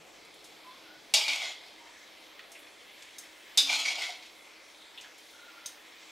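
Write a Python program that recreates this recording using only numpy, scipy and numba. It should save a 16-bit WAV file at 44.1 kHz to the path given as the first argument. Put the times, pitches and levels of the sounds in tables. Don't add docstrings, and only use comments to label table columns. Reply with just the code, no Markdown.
import sys
import numpy as np
from scipy import signal
from scipy.fft import rfft, irfft
from scipy.io import wavfile
from scipy.ndimage import uniform_filter1d
from numba import njit

SR = 44100
rng = np.random.default_rng(int(sys.argv[2]) if len(sys.argv) > 2 else 0)


def to_wav(sig):
    pcm = np.clip(np.atleast_2d(sig), -1, 1) * 32767
    pcm = np.round(pcm).astype(np.int16)
    wavfile.write(sys.argv[1], SR, pcm.T)


def how_loud(loudness_db):
    steps = np.asarray(loudness_db, float) / 20
    return 10 ** steps


N = 269705


def rms_one(x):
    return x / np.sqrt(np.mean(x ** 2) + 1e-20)


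def at_hz(points, hz):
    table = np.array(points)
    return np.interp(np.log(hz), np.log(table[:, 0]), table[:, 1])


def drift(rate_hz):
    pole = np.exp(-80 * np.pi * rate_hz / SR)
    white = rng.standard_normal(N // 40 + 2002)
    slow = signal.lfilter([1], [1, -2 * pole, pole * pole], white)[2000:]
    return np.interp(np.arange(N) / 40, np.arange(len(slow)), rms_one(slow))


def ring(clicks, hz, t60_s):
    pole = how_loud(-60 / (t60_s * SR))
    angle = 2 * np.pi * hz / SR
    return signal.lfilter([0, np.sin(angle)], [1, -2 * pole * np.cos(angle), pole * pole], clicks + 1e-18)


def resonances(x, peaks, patchy_db):
    total = 0
    for k, (hz, width_hz, level_db) in enumerate(peaks):
        t60_s = np.log(1000) / (np.pi * width_hz)
        patchy = x * how_loud(patchy_db * drift(6.9))
        total = total + (-1) ** k * how_loud(level_db) * np.sqrt(width_hz) * ring(patchy, hz, t60_s)
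    return rms_one(total)


@njit
def gliding(x, c, r):
    y = np.zeros(len(x))
    for i in range(2, len(x)):
        y[i] = x[i] - x[i - 2] + 2 * r * c[i] * y[i - 1] - r * r * y[i - 2]
    return y


def glide(x, hz, width_hz):
    return rms_one(gliding(x, np.cos(2 * np.pi * hz / SR), np.exp(-np.pi * width_hz / SR)))


def bands(white, spectrum):
    edges = 16400 * 2 ** np.arange(-9.67, .1, 1 / 3)
    for k, (low, high) in enumerate(zip(edges, edges[1:])):
        hz = np.sqrt(low * high)
        if spectrum[0][0] < hz < spectrum[-1][0]:
            sos = signal.butter(2, [low, high], "band", fs=SR, output="sos")
            yield hz, how_loud(at_hz(spectrum, hz)) * signal.sosfilt(sos, white[k % 2])


def grains(per_s, spread_db):
    sizes = how_loud(spread_db * np.minimum(rng.exponential(1, N), 5)) * rng.choice([-1, 1], N)
    return rms_one(sizes * (rng.random(N) < per_s / SR))


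def blow(hits, modes, ring_db, crack_db):
    # pitch_hz, density_db_per_hz
    crack_spectrum = [(180, -65), (300, -19), (828, -24.5), (1640, -26), (2880, -7.5), (3130, -7),
                      (3460, -5), (4090, -5), (4910, -5), (7570, -6), (16000, -13)]
    # pitch_hz, t60_s
    crack_t60 = [(500, 0.23), (2000, 0.25), (5000, 0.18), (12000, 0.043)]
    out, t = np.zeros(N), np.arange(SR // 2) / SR
    for start_s, peak_db, contact_s, hard_hz, damp_db in hits:
        chatter = np.exp(-2 * t / contact_s) * (rng.random(len(t)) < .03)
        chatter[0] = 1
        body = 0
        for hz, level_db, t60_s in modes:
            tone = ring(chatter * rng.standard_normal(len(t)), hz, t60_s)
            body = body + how_loud(level_db) * tone / np.abs(tone).max()
        white = rng.standard_normal((2, len(t)))
        crack = sum(b * how_loud(-60 * t / at_hz(crack_t60, hz)) for hz, b in bands(white, crack_spectrum))
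        rise = 1 - np.exp(-t / 0.00099)
        mix = how_loud(ring_db) * body + how_loud(crack_db) * rise * crack / np.abs(crack).max()
        dulled = signal.lfilter(*signal.butter(2, min(hard_hz, 19000), fs=SR), mix)
        at = int(start_s * SR)
        out[at:at + len(t)] += how_loud(peak_db - damp_db * t) * dulled
    return out


def wok_blows():
    # start_s, peak_db, contact_s, hardness_hz, hand_damping_db_per_s
    first_place = [
        (1.138, -7, 0.015, 11700, 3),
        (1.2805, -15, 0.0026, 6250, 330),
    ]
    second_place = [
        (3.574, -6.5, 0.012, 12300, 0),
    ]
    # pitch_hz, level_db, t60_s
    first_modes = [(615, -14.5, 0.12), (683, -16.5, 0.089), (835, -13, 0.12), (1360, -28, 0.13),
                   (1990, -12, 0.076), (2287, -1.5, 0.066), (2600, -13, 0.16), (2805, -5, 0.11),
                   (3025, -14, .2), (3321, -9, .3), (3380, -8, .15), (3575, -3, .25), (3661, -8, .26),
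                   (3801, -4, .29), (3869, -6, .2), (4167, -6, .3), (4430, -6, .2), (4522, -4, .12),
                   (4770, -6, .25), (5044, -10, .3), (5416, -10, .3), (5647, -11, .2), (6185, -14, .15),
                   (6670, -16, .15), (7246, -14, .18), (7424, -17, .18), (7725, -18, .16), (8129, -17, .16),
                   (8543, -29, 0.22), (9000, -31, 0.22)]
    second_modes = [(800, -26, .08), (1450, -26, .08), (2492, -18, .15), (2622, -22, .3), (3025, -16, .24),
                    (3553, -3, .16), (3644, -13, .25), (3795, -5.5, .22), (3870, -13, .2), (4140, -15, .17),
                    (4425, -20, .2), (4732, -14, .22), (4775, -12, .35), (4996, -5, .25), (5075, -9, .22),
                    (5125, -16, .3), (5362, -18, .3), (5599, -22, .3), (5862, -24, .25), (6078, -18, .12),
                    (6255, -12, .1), (7004, -24, .25), (7483, -20, .15), (7811, -22, .23), (8603, -22, .2),
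                    (10060, -26, .18), (10650, -30, .2), (11280, -26, .11)]
    first = blow(first_place, first_modes, ring_db=-14.0, crack_db=-2)
    return first + blow(second_place, second_modes, ring_db=-9.5, crack_db=-3.0)


def bowl():
    # start_s, level_db, pitch_hz, t60_s
    low_rings = [
        (3.61, -53.5, 277, 1.1),
        (1.27, -56, 280, 0.39),
        (2.497, -55, 670, .25),
    ]
    t, out = np.arange(N) / SR, 0
    for start_s, level_db, hz, t60_s in low_rings:
        since = np.maximum(t - start_s, 0)
        swell = how_loud(level_db - 60 * since / t60_s) * (1 - np.exp(-since / 0.01))
        out = out + swell * np.sin(2 * np.pi * hz * since)
    return out


def stroke():
    # touch_s, bottom_s
    strokes = [
        (1.168, 1.456),
        (3.66, 4.02),
    ]
    # start_s, pressure_db, arm_share_db, spring_share_db
    catches = [(1.175, -30, -4, -17), (1.215, -36, 6, -11), (1.243, -49, 1, -8), (1.286, -31, 5.5, -24),
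               (1.33, -39.5, -7, -20), (1.36, -38.5, -4, -12), (1.423, -34, 1.5, -7), (1.49, -46, 2, -5),
               (1.625, -52, 0, -1), (3.665, -35.5, -22, -13), (3.702, -32, 2, -8.5),
               (3.733, -27, -6.5, -26), (3.79, -33.5, -2, -16), (3.86, -31, 3.5, -14.5),
               (3.92, -39.5, -3, -5.5), (3.99, -34, -6, -9), (4.02, -35.5, 3.5, -12), (4.1, -44, -4, -0.5),
               (4.235, -51, -1.5, -15)]
    bite_db_per_s, ease_db_per_s = 498, 122
    lift_db_per_s = 58
    tong_damp_db_per_s = 132
    t = np.arange(N) / SR
    latest = strokes[::-1]
    begun = [t > start for start, _ in latest]
    way = np.select(begun, [(t - start) / (end - start) for start, end in latest])
    past = np.select(begun, [np.maximum(t - end, 0) for _, end in latest])
    s, pressure_db, arm_db, spring_db = np.transpose(catches)[:, :, None]
    fall_db = np.maximum(bite_db_per_s * (s - t), ease_db_per_s * (t - s))
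    lift_db = lift_db_per_s * np.clip(np.minimum(past, t - s), 0, 1)
    grip = how_loud(pressure_db - fall_db - lift_db)
    held = np.select(begun, [s > start for start, _ in latest])
    damp_db = tong_damp_db_per_s * np.maximum(t - s, 0)
    shares_db = (0, arm_db - damp_db, spring_db - damp_db)
    pressures = [np.sqrt(np.sum((held * grip * how_loud(share)) ** 2, axis=0)) for share in shares_db]
    return np.clip(way, 0, 1), [uniform_filter1d(p, size=200) for p in pressures]


def drags():
    # pitch_hz, width_hz, level_db
    wall_peaks = [(1070, 14, -28), (1490, 83, -10.5), (1583, 34, -19), (2596, 37, -8), (2880, 60, -20),
                  (3100, 74, -19), (3127, 47, -4), (3347, 74, 0), (3350, 14, -6), (3640, 50, -5),
                  (3810, 60, -10), (4000, 60, -6), (4180, 60, -4), (4400, 60, -7), (4520, 50, -7),
                  (4760, 50, -5), (5020, 50, -8), (5200, 70, -10), (5430, 70, -10), (5650, 90, -13),
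                  (5950, 90, -12), (6300, 90, -13), (6630, 90, -13), (6930, 70, -13), (7040, 140, -7.5),
                  (8000, 140, -31), (8900, 160, -14)]
    # pitch_hz, density_db_per_hz
    grit_spectrum = [(180, -74), (300, -23), (425, -24), (787, -9.5), (930, -9), (1660, -32), (2250, -13),
                     (2650, -0.5), (5610, -7.5), (11500, -25.5), (16000, -55)]
    way, (grit, on_arm, on_spring) = stroke()
    tremor = drift(23)
    arm_hz = (2333 - 220 * way ** 2.15) * (1 + 0.0098 * tremor)
    spring_hz = 870 - 165 * way
    slips = []
    for _ in range(2):
        fine = grains(9000, spread_db=1.0) * how_loud(2.4 * drift(18))
        rattle = grains(130, spread_db=4.5)
        slips.append(fine + how_loud(-9) * rattle)
    pressed = grit * slips[0]
    broad = rms_one(sum(b * how_loud(1.3 * drift(12)) for hz, b in bands(slips, grit_spectrum)))
    wall = resonances(pressed, wall_peaks, patchy_db=3) * np.sqrt(np.mean(pressed ** 2))
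    arm = glide(glide(slips[0], arm_hz, width_hz=270), arm_hz, width_hz=160) * how_loud(2.4 * tremor)
    arm = arm + 0.35 * glide(slips[1], arm_hz * 1.07, width_hz=20)
    spring = glide(slips[1], spring_hz, width_hz=100)
    tongs = how_loud(-3.0) * on_arm * arm + how_loud(-3.5) * on_spring * spring
    return how_loud(-7.0) * wall + how_loud(-3.5) * grit * broad + tongs


def ticks():
    # start_s, peak_db, centre_hz
    tip_ticks = [(.25, -46, 7000), (.34, -45, 8000), (0.442, -37.5, 6200), (2.517, -35.5, 6500),
                 (2.59, -43, 11000), (3.1835, -31, 6800), (4.977, -54, 7000), (5.01, -38, 5300),
                 (5.1804, -41.5, 7400), (5.31, -49, 12000), (5.6597, -28.5, 5600), (5.6603, -35, 13500)]
    rim_ticks = [(2.3925, -33, 2220), (2.668, -42, 2410), (3.0218, -37, 4500), (4.225, -37, 2980),
                 (4.259, -39, 4000)]
    colander_knocks = [(2.495, -48, 760), (2.552, -40, 2360), (2.63, -54, 2100), (4.9761, -33, 3100),
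                       (5.045, -43.5, 1600), (5.799, -49, 320)]
    # spread_octaves, t60_s
    touch_kinds = [
        (0.57, 0.1),
        (.68, 0.081),
        (0.24, .11),
    ]
    out, t = np.zeros(N), np.arange(SR // 4) / SR
    octaves = np.log2(np.arange(len(t) // 2 + 1) * SR / len(t) + 1)
    first_touch = 11.1 * (np.arange(len(t)) == SR // 1000)
    for touches, (spread, t60_s) in zip((tip_ticks, rim_ticks, colander_knocks), touch_kinds):
        for start_s, peak_db, hz in touches:
            colour = np.exp(-.5 * ((octaves - np.log2(hz)) / spread) ** 2) + 0.017 * (octaves > np.log2(500))
            touch = rng.standard_normal(len(t)) + first_touch
            snap = irfft(rfft(touch) * colour, len(t))
            snap = snap * how_loud(-60 * t / t60_s) * (1 - np.exp(-t / 0.0014))
            at = int(start_s * SR)
            out[at:at + len(t)] += (how_loud(peak_db) * snap / np.abs(snap).max())[:N - at]
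    return out


def tip_snaps():
    # start_s, level_db
    snaps = [
        (3.1837, -43),
        (5.6597, -34.5),
    ]
    # pitch_hz, level_db, t60_s
    tip_modes = [(3800, -2, .035), (5200, -5, .035), (6110, 0, .045), (6390, -2, .07), (8600, -10, .08),
                 (9470, -8, .05)]
    out = np.zeros(N)
    for hz, mode_db, t60_s in tip_modes:
        clicks = np.zeros(N)
        for start_s, level_db in snaps:
            clicks[int(start_s * SR)] = how_loud(level_db + mode_db + rng.normal(0, 1))
        out += ring(clicks, hz, t60_s)
    return out


def stove():
    # pitch_hz, density_db_per_hz
    rumble_spectrum = [(12, -48), (20, -14), (168, -15), (240, -8), (290, -6.5), (312, 0), (343, -4),
                       (615, -1.5), (1210, -9), (1800, -14), (2340, -49), (3960, -120)]
    # pitch_hz, density_db_per_hz
    simmer_spectrum = [(650, -13), (1100, -1), (1200, -12), (1660, -4), (2160, -1.5), (2730, -10),
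                       (3050, -0.5), (4150, -6), (4540, -8.5), (6320, -12), (15500, -25)]
    # pitch_hz, width_hz, level_db
    singing_peaks = [(2067, 40, 4.5), (2254, 53, 3), (2448, 6, 0), (2626, 20, -1.5), (3133, 23, 1),
                     (3430, 15, 2.5), (3890, 43, -3), (4400, 60, -1), (4670, 42, -11), (5420, 36, -3),
                     (5800, 130, -11), (7450, 64, -8.5)]
    # time_s, level_db
    vigour = [(0, -56), (1.5, -54.5), (3, -54.5), (3.5, -53), (4.4, -54.5), (5.3, -55), (6.12, -53)]
    t = np.arange(N) / SR
    rumble_db = -57.5 - 4.5 * (1 - np.exp(-t / 3))
    simmer_db = np.interp(t, *np.transpose(vigour))
    singing = resonances(grains(3000, spread_db=5.5), singing_peaks, patchy_db=1.0)
    simmer = bed_noise(simmer_spectrum, patchy_db=2.1) + how_loud(-5) * singing
    rumble = bed_noise(rumble_spectrum, patchy_db=1.1) * how_loud([[.6], [-.6]])
    return how_loud(rumble_db) * rumble + how_loud(simmer_db - 0.5) * simmer


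def bed_noise(spectrum, patchy_db):
    # pitch_hz, likeness (0-1)
    likeness = [(60, 0.12), (150, 0.17), (380, 0.63), (950, 0.48), (2380, 0.92), (5980, 0.95),
                (15000, 0.94)]
    out, white = 0, rng.standard_normal((2, 2, N))
    for hz, (mid, side) in bands(white, spectrum):
        alike = np.clip(at_hz(likeness, hz), -1, 1)
        stereo = np.sqrt(1 + alike) * mid + np.sqrt(1 - alike) * side * [[1], [-1]]
        out = out + how_loud(patchy_db * drift(3.2)) * stereo
    return rms_one(out)


def bird():
    # start_s, length_s, pitch_hz, slide_hz, level_db
    whistles = [
        (.63, 0.1654, 1002, 58.5, -53),
        (.83, 0.18, 1426, 87, -58),
        (1.775, 0.17, 955, -7, -57),
        (5.29, 0.309, 1442, -35, -57),
        (5.529, 0.16, 1405, -16, -56),
    ]
    attack_s, release_s = 0.055, 0.1
    t, hz, level = np.arange(N) / SR, np.full(N, 1000.), 0
    for start_s, length_s, pitch_hz, slide_hz, level_db in whistles:
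        slid_hz = pitch_hz + slide_hz * np.clip((t - start_s) / length_s, 0, 1)
        hz = np.where(t > start_s, slid_hz, hz)
        fade = np.minimum((t - start_s) / attack_s, (start_s + length_s - t) / release_s)
        level = level + how_loud(level_db) * np.clip(fade, 0, 1)
    tone = np.sin(2 * np.pi * np.cumsum(hz * (1 + .017 * drift(35))) / SR)
    blur = glide(rng.standard_normal(N), hz, width_hz=44)
    return level * (.8 * tone * how_loud(2.5 * drift(20)) + .7 * blur)


def hums():
    # pitch_hz, width_hz, level_db, stop_s
    motors = [
        (315, 9.9, -70, 9.),
        (161, 11, -79.5, 1.33),
        (143, 13, -89, 1.2),
    ]
    t, out = np.arange(N) / SR, 0
    for hz, width_hz, level_db, stop_s in motors:
        tone = glide(rng.standard_normal(N), np.full(N, 1. * hz), width_hz)
        out = out + how_loud(level_db) * tone / (1 + np.exp((t - stop_s) / 0.11))
    return out


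def kitchen(x):
    # pitch_hz, t60_s
    kitchen_t60 = [(300, 0.26), (2000, 0.46), (8000, 0.25), (15000, 0.4)]
    t = np.arange(SR // 2) / SR
    flat = [(100, 0), (16500, 0)]
    white = rng.standard_normal((2, 2, len(t)))
    mid, side = sum(b * how_loud(-60 * t / at_hz(kitchen_t60, hz)) for hz, b in bands(white, flat))
    build_up = 1 - np.exp(-(t / 0.0085) ** 2)
    echoes = np.array([mid + 0.09 * side, mid - 0.14 * side]) * build_up
    return signal.fftconvolve(x[None], echoes / np.sqrt(np.sum(echoes[0] ** 2)), axes=1)[:, :N]


def scene():
    no_bass = signal.butter(4, 420, "high", fs=SR, output="sos")
    steel = signal.sosfilt(no_bass, wok_blows() + drags())
    near = steel + bowl() + ticks() + tip_snaps() + bird() + hums()
    bright = near + 0.61 * np.diff(near, prepend=0)
    tile = how_loud(-24.5) * np.roll(bright, 61) * [[1], [-1]]
    return near * how_loud([[.2], [-.2]]) + tile + how_loud(-7.0) * kitchen(near) + stove()


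def roll_off(x):
    return signal.sosfilt(signal.butter(12, 16810, fs=SR, output="sos"), x)


def record(dry):
    top = signal.cheby2(14, 40, 16100, fs=SR, output="sos")
    rounded = 0.59 * np.tanh(dry / 0.61)
    return roll_off(signal.sosfilt(top, rounded))


dry = scene()
out = record(dry)
to_wav(out)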